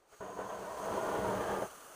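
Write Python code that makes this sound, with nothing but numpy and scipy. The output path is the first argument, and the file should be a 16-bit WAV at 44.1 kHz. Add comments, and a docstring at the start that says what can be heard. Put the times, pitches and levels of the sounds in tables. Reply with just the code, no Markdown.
"""Lighting a gas torch

Gas hisses from a hand-held nozzle a few metres away, puffs alight once, then catches as a flame jet.
The swirling flame roars and flutters, grows fuller as the jet is raised and goes out, while the unlit
gas hisses on. Nearby surfaces colour the roar, differently as the jet swings up, and add a short echo."""
import sys
import numpy as np
from scipy import signal
from scipy.fft import rfft, irfft, next_fast_len
from scipy.io import wavfile
from scipy.ndimage import map_coordinates

SR = 44100
rng = np.random.default_rng(int(sys.argv[2]) if len(sys.argv) > 2 else 0)


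def digitize_waveform(pressure):
    """Quantize a signal to 16-bit integers and store it at the path in sys.argv[1].

    Rows of a 2-D input are taken as channels; values are limited to [-1, 1].
    """
    field = np.atleast_2d(pressure).T
    bounded = np.clip(field, -1, 1)
    quanta = np.round(bounded * 32767).astype(np.int16)
    wavfile.write(sys.argv[1], SR, quanta)


N = 85995

FLARE_RISE_S = 0.0012
# Pitches the surroundings boost or weaken. Each row: pitch in Hz, width in Hz, boost in dB.
RESONANCES = [(69, 9.9, 2.5), (112.6, 15.4, 8.5), (147, 15, -1), (194.8, 28, 10), (268, 24, -7.5),
              (294, 24, 5.5), (343, 16, -5.5), (408, 39, 1), (460, 31, 1), (556.5, 30.5, -7),
              (605.5, 13, 6), (642.4, 51, 5.5), (3160, 430, 8)]


def flame(t):
    """The jet catches, burns with a roar, a rumble and a ring, then dies away."""
    # Loudness of the roar, the rumble and the ring. 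Each row: time in seconds, relative level in dB.
    roar_levels = [(.215, -42), (.28, -44.5), (.325, -46.5), (.36, -48.5), (.4, -38.5), (.45, -43.5),
                   (.482, -45), (.505, -38.5), (.54, -42.5), (.58, -42.5), (.62, -42), (.69, -42),
                   (.74, -43), (.81, -41), (.865, -37.5), (.89, -37.5), (.94, -35.5), (.99, -33.5),
                   (1.012, -36), (1.04, -34.5), (1.1, -34.5), (1.15, -32.5), (1.21, -35), (1.3, -33),
                   (1.335, -34.5), (1.41, -34.5), (1.465, -35), (1.53, -33), (1.612, -38)]
    rumble_levels = [(.21, -53), (.3, -55.5), (.38, -59), (.46, -58.5), (.6, -56), (.72, -59), (.81, -57.5),
                     (.91, -44), (.96, -50), (1.08, -51.5), (1.2, -44), (1.27, -42.5), (1.32, -49),
                     (1.38, -39.5), (1.425, -50.5), (1.49, -42.5), (1.6, -54), (1.64, -45)]
    ring_levels = [(.36, -57), (.375, -50), (.43, -47.5), (.51, -47), (.58, -59), (.77, -49), (.81, -44.5),
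                   (.87, -49), (1.05, -44.5), (1.2, -60)]
    # Tone of the rumble. Each row: pitch in Hz, relative level in dB.
    rumble_tone = [(15, -42), (35, -18.5), (65, 0), (110, -5.5), (160, -2), (215, 2), (270, -11),
                   (500, -39.5)]
    light_s, catch_s, out_s, fade_s = 0.2025, 0.0072, 1.636, 0.023
    lit = np.clip((t - light_s) / catch_s, 0, 1) * np.exp(-np.maximum(t - out_s, 0) / fade_s)
    flutter = walk(hz=57.5)  # the roar and the rumble flutter together
    roaring = roar(t, flutter) * undb(curve(roar_levels) - 1.5)
    rumble = unit(colour(turbulence() * undb(1.2 * flutter), rumble_tone, RESONANCES))
    rumble *= undb(curve(rumble_levels) - 1)
    ring = noise_band(np.full(N, 1003.4), width_hz=93) * undb(curve(ring_levels))
    return lit * (roaring + rumble + ring)


def roar(t, flutter):
    """Swirling gas burns, and near surfaces colour the sound according to where the jet points."""
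    # Tone of the slim, full and raised flame. Each row: pitch in Hz, relative level in dB.
    slim_tone = [(150, -25), (240, -14.5), (330, -7), (450, 0), (650, -3), (800, -4), (1000, -3.5),
                 (1200, -10), (1600, -18), (2200, -26.5), (3100, -32), (4200, -40), (9000, -54)]
    full_tone = [(150, -24), (240, -12), (330, -4), (410, -0.5), (620, -1.5), (730, -6.6), (960, -6.6),
                 (1200, -9.5), (1500, -16.5), (2200, -25), (3100, -32), (4000, -35), (9000, -42.5)]
    raised_tone = [(150, -24), (240, -17.5), (330, -6.5), (420, 0), (620, -6.5), (740, -8), (950, -9),
                   (1300, -14), (1600, -17), (2200, -25.5), (3100, -33.5), (4000, -36), (9000, -44.5)]
    # Peaks and dips from echoes as the jet points down, level and up.
    # Each row: pitch in Hz, width in Hz, boost in dB.
    down_echoes = [(692, 47, 3), (835, 48.7, -5.5), (1090, 57, 2), (1315.6, 61.5, 1), (1513, 49, 10.5),
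                   (1660, 28, 5), (1837, 29, 12.5)]
    level_echoes = [(814, 15.1, 7), (935, 24, 5), (960, 36.1, 5), (1283, 27, -12), (1447, 83, 9),
                    (1710, 31.5, -11), (1833, 69, 6.5)]
    up_echoes = [(798, 15, 8.5), (853, 23, 8.5), (990, 37, 2), (1200, 110, 6.5), (1380, 22, -7),
                 (1610, 29, 9.5), (1730, 29, 11.5)]
    grown = growth(t)
    tilted = ramp(t, middle_s=1.348, length_s=0.15)
    poses = ((1 - grown, slim_tone, down_echoes),
             (grown * (1 - tilted), full_tone, level_echoes),
             (grown * tilted, raised_tone, up_echoes))
    sound = np.zeros(N)
    for share, tone, echoes in poses:
        burning = turbulence() * undb(0.6 * flutter)
        sound += np.sqrt(share) * unit(colour(burning, tone, [*RESONANCES, *echoes]))
    return waver(sound)


def turbulence():
    """Burning swirls make a smooth rush, and many small pockets of gas pop."""
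    pops_per_s, spread_db = 900, 2
    pops = (rng.random(N) < pops_per_s / SR) * undb(spread_db * np.minimum(rng.exponential(size=N), 4))
    return unit(noise() + undb(-6) * unit(pops - pops.mean()))


def waver(x):
    """The flame flaps about, so its pitches slide a little up and down."""
    speed = 1 + 0.012 * walk(hz=8.995)
    return map_coordinates(x, [np.cumsum(speed)], mode="mirror")


def growth(t):
    """Go from 0 for the slim jet to 1 for the full one."""
    return ramp(t, middle_s=0.89, length_s=0.12)


def flares(t):
    """Gas flares up in sudden, round-sounding puffs that fade fast."""
    # The flares. Each row: start in seconds, level in dB, fade time in seconds.
    puffs = [(0.206, -47, 0.022), (0.367, -49, 0.018), (0.389, -38.5, 0.0062), (0.414, -41.5, .005),
             (.505, -43, 0.0043), (0.801, -43, .005), (0.882, -33, 0.011), (1.186, -30, .005),
             (1.286, -38.5, .014), (1.619, -30, 0.014)]
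    # Tone of a flare. Each row: pitch in Hz, relative level in dB.
    puff_tone = [(25, -34), (70, -20), (200, -9), (300, -8.5), (430, 10), (650, 4), (1000, -14), (1500, -8),
                 (2300, -25), (4000, -50), (9000, -48)]
    swell = sum(undb(db) * burst(t, start, fade) for start, db, fade in puffs)
    return swell * unit(colour(turbulence(), puff_tone, RESONANCES))


def false_start(t):
    """The first gas burns for a moment and goes out."""
    # Tone of this puff. Each row: pitch in Hz, relative level in dB.
    puff_tone = [(60, -13.5), (270, -17), (420, 2), (650, -2), (850, -16), (1200, -6), (1900, -10.5),
                 (2500, -24), (3500, -29), (9000, -51)]
    alight = burst(t, start_s=0.126, fade_s=0.0053, fade_after_s=0.022)
    return alight * undb(-57.5) * unit(colour(turbulence(), puff_tone, RESONANCES))


def thumps(t):
    """The gas expands each time it catches: one soft swing of pressure."""
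    # Moments when the gas catches. Each row: time in seconds, relative level in dB.
    catches = [(.128, -66), (0.2057, -47)]
    width_s = 0.0023
    swing = lambda u: u * np.exp(-u ** 2 / 2)
    return sum(undb(db) * swing((t - when) / width_s) for when, db in catches)


def gas(t):
    """Flowing gas makes a hiss that brightens as the nozzle rises, a low rush and a sinking whistle."""
    # Loudness of the flow and the whistle. Each row: time in seconds, relative level in dB.
    flow_levels = [(0.0, -80), (0.064, -80), (0.118, -67.5), (.22, -65.5), (0.418, -62), (0.738, -58),
                   (0.808, -56), (1.666, -55.5), (1.688, -57.5), (1.884, -58.5), (1.95, -58.5)]
    whistle_levels = [(0, -96), (.064, -91), (.118, -71), (.25, -63.5), (.5, -62), (.77, -69), (.83, -56.5),
                      (.91, -60), (1.0, -56), (1.15, -63.5), (1.3, -66), (1.45, -59), (1.6, -65),
                      (1.66, -58.5), (1.71, -71), (1.95, -76)]
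    # Tone of the hiss (nozzle down, nozzle up) and the rush. Each row: pitch in Hz, relative level in dB.
    down_tone = [(1200, -20), (2200, 1), (3000, 1.5), (3800, -3.5), (4400, 2), (5200, -3.5), (6200, 4),
                 (7300, 0.5), (8500, 1.5), (9700, -1), (10600, -5), (14000, -4.5), (15400, -2)]
    up_tone = [(1200, -6), (2200, -6), (3000, 3), (3900, -7), (4400, -2), (5200, -6), (6200, 3.5),
               (7500, -0.5), (8800, 1.5), (9800, 4), (10400, -1), (12000, -8), (14200, 0), (15400, -2.5)]
    rush_tone = [(30, -20), (70, -15.5), (200, -12.5), (350, -8.5), (490, -3.5), (650, -3), (950, -7),
                 (1200, -0.5), (1400, -3), (1650, -9), (2100, -20), (4000, -42.5)]
    raise_start_s, raise_end_s = 0.66, 1.93
    whistle_hz, sink_hz_per_s = 6613, 150
    raised = np.interp(t, (raise_start_s, raise_end_s), (0, 1))
    hiss = np.sqrt(1 - raised) * unit(colour(noise(), down_tone))
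    hiss += np.sqrt(raised) * unit(colour(noise(), up_tone))
    whistle = noise_band(whistle_hz - sink_hz_per_s * t, width_hz=350) * undb(curve(whistle_levels) - 3)
    rush = unit(colour(noise(), rush_tone)) * undb(1 + 2.5 * growth(t))
    flow = (hiss * undb(1.5) + rush) * undb(curve(flow_levels))
    sputter_db = 0.61 * walk(hz=49.3)
    return (flow + whistle) * undb(sputter_db)


def surroundings(x, t):
    """Nearby surfaces scatter the sound and add a short echo."""
    gap_s, fade_s, echo_db = 0.0063, 0.075, -16.5
    echo = noise() * (t > gap_s) * undb(-60 * t / fade_s)
    return x + undb(echo_db) * signal.fftconvolve(x, echo / np.linalg.norm(echo))[:N]


def background():
    """A faint, steady noise from far away."""
    # Its tone. Each row: pitch in Hz, relative level in dB.
    air_tone = [(25, -3), (100, -7), (250, -5), (400, 3.5), (950, 1), (1500, -6.5), (2200, -12.5),
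                (6000, -23.5), (15000, -36)]
    return undb(-70.5) * unit(colour(noise(), air_tone))


def burst(t, start_s, fade_s, fade_after_s=FLARE_RISE_S):
    """A quick rise, then a smooth fade."""
    rise = np.clip((t - start_s) / FLARE_RISE_S, 0, 1)
    return rise * np.exp(-np.maximum(t - start_s - fade_after_s, 0) / fade_s)


def ramp(t, middle_s, length_s):
    """Climb steadily from 0 to 1."""
    return np.clip((t - middle_s) / length_s + .5, 0, 1)


def undb(db):
    """Turn decibels into a multiplier."""
    return 10 ** (np.asarray(db) / 20)


def unit(x):
    """Scale to an average strength (rms) of 1."""
    return x / np.sqrt(np.mean(x ** 2))


def curve(rows):
    """Join (seconds, value) rows by straight lines."""
    return np.interp(np.arange(N) / SR, *np.array(rows).T)


def colour(x, tone, peaks=()):
    """Filter a sound by a tone table, plus any narrow peaks and dips."""
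    size = 2 * next_fast_len(N)
    f = np.maximum(np.fft.rfftfreq(size, 1 / SR), 1)
    hz, db = np.array(tone, float).T
    db = np.interp(np.log(f), np.log(hz), db)
    db += sum(boost / (1 + (2 * (f - pitch) / width) ** 2) for pitch, width, boost in peaks)
    # Make the filter ring only after a sound, never before it.
    cepstrum = irfft(np.log(undb(db)))
    cepstrum[1:size // 2] *= 2
    cepstrum[size // 2 + 1:] = 0
    return irfft(rfft(np.resize(x, size)) * np.exp(rfft(cepstrum)))[:N]


def noise():
    """White noise."""
    return rng.standard_normal(N)


def walk(hz):
    """A smooth random wobble of strength 1, up to about the given rate."""
    f = np.fft.rfftfreq(N, 1 / SR)
    return unit(irfft(rfft(noise()) * f / (f + hz / 10) / (1 + (f / hz) ** 4), N))


def noise_band(hz, width_hz):
    """A breathy note: noise around a pitch that may move."""
    phase = 2 * np.pi * np.cumsum(hz) / SR
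    return unit(walk(width_hz / 2) * np.cos(phase) + walk(width_hz / 2) * np.sin(phase))


def scene():
    """Flame and gas over a faint background."""
    t = np.arange(N) / SR
    torch = false_start(t) + thumps(t) + flame(t) + flares(t) + gas(t)
    return (surroundings(torch, t) + background())[None]


def record(dry):
    """A small microphone dulls part of the high treble and cuts off the very top."""
    dip_hz, dip_width_hz, dip_db, top_hz = 12090, 1070, -10.5, 15280
    f = np.fft.rfftfreq(2 * N, 1 / SR)
    dip = undb(dip_db * np.exp(-np.log(2) * (2 * (f - dip_hz) / dip_width_hz) ** 2))
    cut = 1 / np.sqrt(1 + (f / top_hz) ** 800)
    return irfft(rfft(dry, 2 * N) * dip * cut)[:, :N]


dry = scene()
out = record(dry)
digitize_waveform(out)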